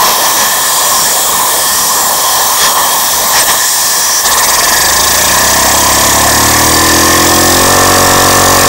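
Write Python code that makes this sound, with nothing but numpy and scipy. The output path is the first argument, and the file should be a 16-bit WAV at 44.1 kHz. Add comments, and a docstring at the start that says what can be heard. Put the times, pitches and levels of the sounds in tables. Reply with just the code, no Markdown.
"""Air roars and hisses first, swelling under a hand; two tiny squeaks follow, then a toy brick engine catches.
A vacuum hose sucks the engine: noise shaped by steel tube, valve and hose makes the air.
A hand turns the flywheel until it catches; the crank speeds up and its valve chops the air once a turn.
Crank-locked tones make the rocking box and whirring axle, ringing blows make the knocks of loose parts.
A close microphone hears it all, and its overloaded input flattens the peaks."""
import sys
import numpy as np
from scipy import signal
from scipy.fft import rfft, irfft, next_fast_len
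from scipy.io import wavfile
from scipy.ndimage import uniform_filter1d

SR = 44100
rng = np.random.default_rng(int(sys.argv[2]) if len(sys.argv) > 2 else 0)


def log_audio(samples):
    """Write samples as a 16-bit WAV file to the path given in sys.argv[1]."""
    # one column per channel
    frames = np.atleast_2d(samples).T
    # limit to full scale, then quantise
    limited = np.clip(frames, -1, 1)
    pcm = np.round(limited * 32767).astype(np.int16)
    wavfile.write(sys.argv[1], SR, pcm)


N = 382788
T = np.arange(N) / SR

# Air colours. Tube roar, its spectrum: freq_hz, relative_density_db
TUBE_ROAR = [(15, -54), (25, -19), (92, -18.5), (129, -17.5), (179, -14.5), (216, -13.5), (368, -14),
             (394, -14), (460, -9), (810, -3.5), (960, -0.5), (1050, 4), (1150, -3.5), (1420, -16),
             (1500, -13.5), (1950, -64), (3300, -120)]
# Resonances of the other air layers: centre_hz, width_hz, relative_level_db
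TUBE_OVERTONE = [(1777, 80, 1), (1890, 150, -5), (1690, 130, -5), (2250, 1100, -13)]
VALVE_WHISTLE = [(3300, 420, 0), (3800, 500, -3), (4350, 400, -4)]
VALVE_HISS = [(5740, 1200, 1.5), (5500, 2470, -3)]
VALVE_FIZZ = [(6900, 860, -1.5), (7630, 750, 1), (8460, 800, -2.5), (9280, 930, -2.5)]
HOSE_HISS = [(10650, 600, -9), (11800, 450, -5), (13150, 350, -6), (13950, 350, -2), (15620, 280, 1),
             (12500, 9000, -9)]
# Mix of the air layers, one row each in the order roar, overtone, whistle, hiss, fizz, hose:
# standing_db, nearly_shut_db, top_speed_db, loss_db (an octave slower), hand_share (factor on strokes),
# chop_swing_db (up and down), chop_crest_turn (0-1)
AIR_LAYERS = [(-17.5, -22.5, -15.5, 0, 0.79, 3.5, 0.86), (-24.5, -25, -17, 2, 1.5, 1.8, 0.2),
              (-23.5, -28, -24, 1.1, 0.98, 4.5, 1), (-20, -18.5, -17, 3.5, 1.2, 0.5, 0.86),
              (-18, -17.5, -18, 2, 0.46, 2, 0.2), (-18.5, -20.5, -18.5, 0, 0.17, -0.5, 0.2)]
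# Drift of the air while the engine stands: time_s, overtone_and_whistle_db, hiss_db, fizz_db
STANDING_DRIFT = [(0, -0.5, -2, -5), (.5, 1, -0.5, -2), (.7, 0.5, -1, 0), (1, 1.5, 2.5, 1.5),
                  (1.45, -1, -3, -0.5), (1.8, -2, 3, 1), (2.1, -1.5, -1.5, 0), (2.3, 0.5, 1.5, -1),
                  (2.9, -0.5, -1, -0.5), (3.2, -1.5, 0.5, -3.5), (3.6, 1.5, 0, 0.5), (3.85, 0, 2.5, 1),
                  (4.1, 0, 2.5, -2)]
# Hand on hose or wheel, the valve gasps open (+) or shuts (-): centre_s, length_s, swing_db (before hand_share)
HAND_STROKES = [(.07, 0.26, 6), (0.164, .07, 0), (0.26, 0.19, 3.5), (0.41, 0.16, 4), (2.64, 0.16, 8),
                (2.742, 0.036, -6), (2.788, 0.067, 1.5), (3.385, 0.15, 8.5), (3.45, 0.033, -4),
                (3.5, 0.074, 7), (4.227, 0.063, -5)]
NEARLY_SHUT_S, SETTLE_S = 3.56, 0.05  # the wheel comes to rest with the valve almost closed
# Squeaks of the valve as the hand turns the wheel: start_s, length_s, start_hz, end_hz, level_db
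VALVE_SQUEAKS = [(3.392, 0.028, 8800, 8370, -5), (3.51, .03, 9000, 8300, -14)]

# Crank speed once the engine catches: time_s, speed_turns_per_s
CRANK_SPEED = [(4.22, 14.96), (4.8, 23.96), (4.95, 27.47), (5.11, 28.18), (5.45, 32.19), (6.27, 35.7),
               (6.97, 42.09), (7.42, 43.08), (7.74, 46.21), (8.68, 46.03)]
START_TURN = -.74  # crank angle in turns as the engine catches
TOP_SPEED = 46  # turns a second, the reference for every loss an octave slower
# Slow rocking and faster shaking from the unbalanced crank: crank_order, relative_level_db, crest_turn (0-1)
ROCK_ORDERS = [(1, -14, 0.35), (2, -3, 0.14), (3, -3.5, 0.23)]
SHAKE_ORDERS = [(4, -3.5, 0.2), (5, -4.5, 0.14), (6, 0.5, .17)]
ROCK_DB, ROCK_LOSS_DB = -15, 14.5  # at top speed ahead of the box, lost an octave slower
SHAKE_DB, SHAKE_LOSS_DB = -22, 15
# Resonances of the box under the engine: centre_hz, width_hz, gain_db
BOX_RESONANCES = [(78, 35, -2.5), (111.4, 19.5, -0.8), (35, 40, -2), (140, 200, -8.5)]
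# Axle whirr, each order loudest near one speed: crank_order, level_db, crest_turn (0-1), best_speed_turns_per_s
AXLE_WHIRR = [(7, -27, .3, 46), (14, -16, 0.2, 58), (18.97, -23.5, .32, 35), (19.1, -23.5, .32, 46),
              (19.94, -20.5, .29, 32.9), (20.97, -27, .25, 31), (21.87, -25.5, .2, 28.3),
              (25, -17, 0.56, 41), (26.05, -24, 0.4, 42), (26, -24, .54, 46), (16, -32, .3, 46),
              (28.97, -20, .42, 33), (29, -21.5, .42, 46), (30.2, -25, .4, 25.3)]
WHIRR_FADE_DB = 2.2  # lost for each turn a second away from that speed

# Ringing modes of box, frame and bricks: pitch_hz, t60_s
BODY_MODES = [(335, 0.026), (544, 0.025), (737, 0.04), (1094, 0.035), (1781, 0.037)]
# The two crank speeds that the knock patterns belong to, climbing and at the top: speed_turns_per_s
KNOCK_SPEEDS = [43, 45.8]
# Five contacts a turn, one pattern for each knock speed: contact_turn (0-1), then relative_level_db on each mode
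KNOCK_CONTACTS = [
    [(.14, -4, -36, -6, -19, -32), (.26, -58, -0.5, -11, -22, -9), (.4, -10.5, -34, -13, -9.5, -12),
     (.538, -1, -9, -17, -14, -20.5), (.672, -27, -12.5, -12, -6.5, -18)],
    [(.152, -4.5, -32, -4, -18, -18), (.208, -39, 0.5, -37, -8.5, -9.5), (.36, -10, -36, -9.5, -0.5, -20),
     (.52, -14.5, -39, -15.5, -34, -14), (.604, -25, -4.5, -43, -34, -34)],
]
# Extra level each contact loses at lower speed: loss_db (an octave slower), one per contact
CONTACT_LOSS_DB = [28, 29, 0.1, 7.4, 8.1]
FORCE_DB, FORCE_LOSS_DB = 1.5, 11  # all knocks: gain at top speed, lost an octave slower

# Resonances of the running valve as it opens and as it closes: centre_hz, width_hz, relative_level_db
OPENING_VALVE = [(3735, 560, -3), (4715, 196, 4.5), (5200, 520, -1), (5970, 720, -0.5)]
CLOSING_VALVE = [(6580, 480, 2), (7110, 810, -1), (7770, 830, -1.2), (8570, 380, 0.16)]
OPENING_DB, OPENING_TURN, CLOSING_DB, CLOSING_TURN = -20, 0.907, -18.5, 1.01  # level and crest in turns

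OVERLOAD_GAIN_DB, CEILING = 4, .67  # drive into the input, amplitude that peaks flatten towards
TOP_HZ = 15725  # band limit


def amp(db):
    """Gain of a level in dB."""
    return 10 ** (np.asarray(db) / 20)


def unit(x):
    """x at rms 1."""
    return x / np.sqrt(np.mean(x ** 2) + 1e-20)


def curves(rows):
    """One value per sample for each column after the time."""
    s, *cols = np.transpose(rows)
    return np.array([np.interp(T, s, c) for c in cols])


def filtered(x, response):
    """x times a response of frequency."""
    m = next_fast_len(N + 8192)
    spectrum = rfft(x, m) * response(np.fft.rfftfreq(m, 1 / SR))
    return irfft(spectrum, m)[..., :N]


def resonances(peaks):
    """Gain of a few resonances with steep skirts, added in power."""
    def gain(f):
        powers = (amp(2 * db) / (1 + (2 * (f - c) / w) ** 2) ** 2 for c, w, db in peaks)
        return np.sqrt(sum(powers))
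    return gain


def turbulence(response, patchy_db):
    """Turbulent air: noise of rms 1 whose colour drifts in patches of time and frequency."""
    z = signal.stft(rng.standard_normal(N + 512), nperseg=512)[2]
    field = uniform_filter1d(rng.standard_normal(z.shape), 5, 0)  # smooth over frequency
    field = uniform_filter1d(field, 30, 1)  # smooth over time
    noise = signal.istft(z * amp(patchy_db * unit(field)), nperseg=512)[1][:N]
    return unit(filtered(noise, response))


def slower():
    """Octaves below top speed."""
    return np.log2(TOP_SPEED / curves(CRANK_SPEED)[0])


def hand_db():
    """Level swing of the air as the hand's strokes open and shut the valve."""
    swing = 0
    for centre, length, db in HAND_STROKES:
        progress = np.clip((T - centre) / length + .5, 0, 1)
        swing = swing + db * np.sin(np.pi * progress) ** 2
    return swing


def air(turns, running):
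    """Turbulence in tube, valve and hose; the valve opens and shuts once a turn."""
    hz, db = np.transpose(TUBE_ROAR)
    roar = lambda f: amp(np.interp(np.log(f + 1), np.log(hz + 1), db))
    peaks = (TUBE_OVERTONE, VALVE_WHISTLE, VALVE_HISS, VALVE_FIZZ, HOSE_HISS)
    colours = [roar] + [resonances(p) for p in peaks]
    shut = np.clip((T - NEARLY_SHUT_S) / SETTLE_S, 0, 1)
    tone_db, hiss_db, fizz_db = curves(STANDING_DRIFT)
    drifts = (0, tone_db, tone_db, hiss_db, fizz_db, 0)
    total = np.zeros(N)
    for layer, colour, drift_db in zip(AIR_LAYERS, colours, drifts):
        stand_db, shut_db, top_db, loss_db, share, swing_db, crest = layer
        still_db = stand_db + shut * (shut_db - stand_db) + drift_db + share * hand_db()
        chop_db = swing_db * np.cos(2 * np.pi * (turns - crest))
        moving_db = top_db - loss_db * slower() + chop_db
        level_db = still_db + running * (moving_db - still_db)
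        total += amp(level_db) * turbulence(colour, patchy_db=1.77)
    return total


def squeaks():
    """The valve squeaks as it gasps open: short falling tones with a soft start and end."""
    total = np.zeros(N)
    for s, length, from_hz, to_hz, db in VALVE_SQUEAKS:
        u = np.clip((T - s) / length, 0, 1)
        cycles = length * (from_hz * u + (to_hz - from_hz) * u ** 2 / 2)
        total += amp(db) * np.sin(np.pi * u) * np.sin(2 * np.pi * cycles)
    return total


def crank():
    """Crank angle in turns, integrated from speed once the engine catches, and a 0-1 fade into running."""
    running = np.clip((T - CRANK_SPEED[0][0]) / 0.03, 0, 1)
    turned = np.cumsum(curves(CRANK_SPEED)[0] * (running > 0)) / SR
    return START_TURN + turned, running


def orders(turns, table, level_db):
    """Tones at multiples of the crank's speed, locked to its angle."""
    tones = sum(amp(db) * np.cos(2 * np.pi * k * (turns - crest)) for k, db, crest in table)
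    return amp(level_db) * unit(tones)


def rocking(turns):
    """The unbalanced crank rocks the box, whose resonances colour the low orders."""
    push = orders(turns, ROCK_ORDERS, ROCK_DB - ROCK_LOSS_DB * slower())
    return filtered(push, resonances(BOX_RESONANCES))


def shaking(turns):
    """The unbalanced crank shakes the box at higher orders, weaker at lower speed."""
    return orders(turns, SHAKE_ORDERS, SHAKE_DB - SHAKE_LOSS_DB * slower())


def whirr(turns):
    """High crank orders of the rough axle, each singing around its own speed."""
    speed = curves(CRANK_SPEED)[0]
    total = np.zeros(N)
    for k, db, crest, best in AXLE_WHIRR:
        level_db = db - WHIRR_FADE_DB * abs(speed - best)
        total += amp(level_db) * np.cos(2 * np.pi * k * (turns - crest))
    return total


def knocks(turns):
    """Slack in piston and crank closes at set angles; each contact varies a little in time and force."""
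    t = np.arange(SR // 10) / SR
    whole = np.arange(int(turns[-1]) + 1)
    speed = curves(CRANK_SPEED)[0][np.minimum(np.searchsorted(turns, whole), N - 1)]
    # blend of the two patterns in each turn
    share = np.array([np.interp(speed, KNOCK_SPEEDS, row) for row in np.eye(len(KNOCK_SPEEDS))])
    blows = np.zeros((len(BODY_MODES), N + 1))
    for contact, loss_db in zip(np.transpose(KNOCK_CONTACTS, (1, 2, 0)), CONTACT_LOSS_DB):
        chance = rng.standard_normal((len(whole), 1 + len(BODY_MODES)))
        angle = whole + contact[0] @ share + .0012 * chance[:, 0]  # jitter in turns
        when = np.searchsorted(turns, angle)
        varied_db = 1.1 * chance[:, 1:].T - loss_db * np.log2(TOP_SPEED / speed)
        blows[:, when] += amp(contact[1:]) @ share * amp(varied_db)
    rings = [amp(-60 * t / t60) * np.sin(2 * np.pi * hz * t) for hz, t60 in BODY_MODES]
    rings = rings * (1 - np.exp(-t / .0008))  # plastic meets softly
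    force = amp(FORCE_DB - FORCE_LOSS_DB * slower())
    return signal.fftconvolve(blows[:, :N] * force, rings, axes=1)[:, :N].sum(axis=0)


def intake(turns, colour, crest, level_db):
    """Air rushes through the valve for about two thirds of each turn."""
    opening = np.clip(0.47 + np.cos(2 * np.pi * (turns - crest)), 0, 1)
    rush = opening * turbulence(resonances(colour), patchy_db=1.8)
    return amp(level_db) * unit(rush)


def scene():
    """Engine and air reach a single microphone, alike on both channels."""
    turns, running = crank()
    tones = rocking(turns) + shaking(turns) + whirr(turns)
    opening = intake(turns, OPENING_VALVE, OPENING_TURN, OPENING_DB)
    closing = intake(turns, CLOSING_VALVE, CLOSING_TURN, CLOSING_DB)
    engine = tones + knocks(turns) + opening + closing
    sound = air(turns, running) + running * engine + squeaks()
    return np.array([sound, sound])


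def record(dry):
    """The overloaded input flattens the peaks; nothing is kept above the band limit."""
    hot = dry * amp(OVERLOAD_GAIN_DB)
    flat = hot / (1 + np.abs(hot / CEILING) ** 7) ** (1 / 7)
    return filtered(flat, lambda hz: hz < TOP_HZ)


dry = scene()
out = record(dry)
log_audio(out)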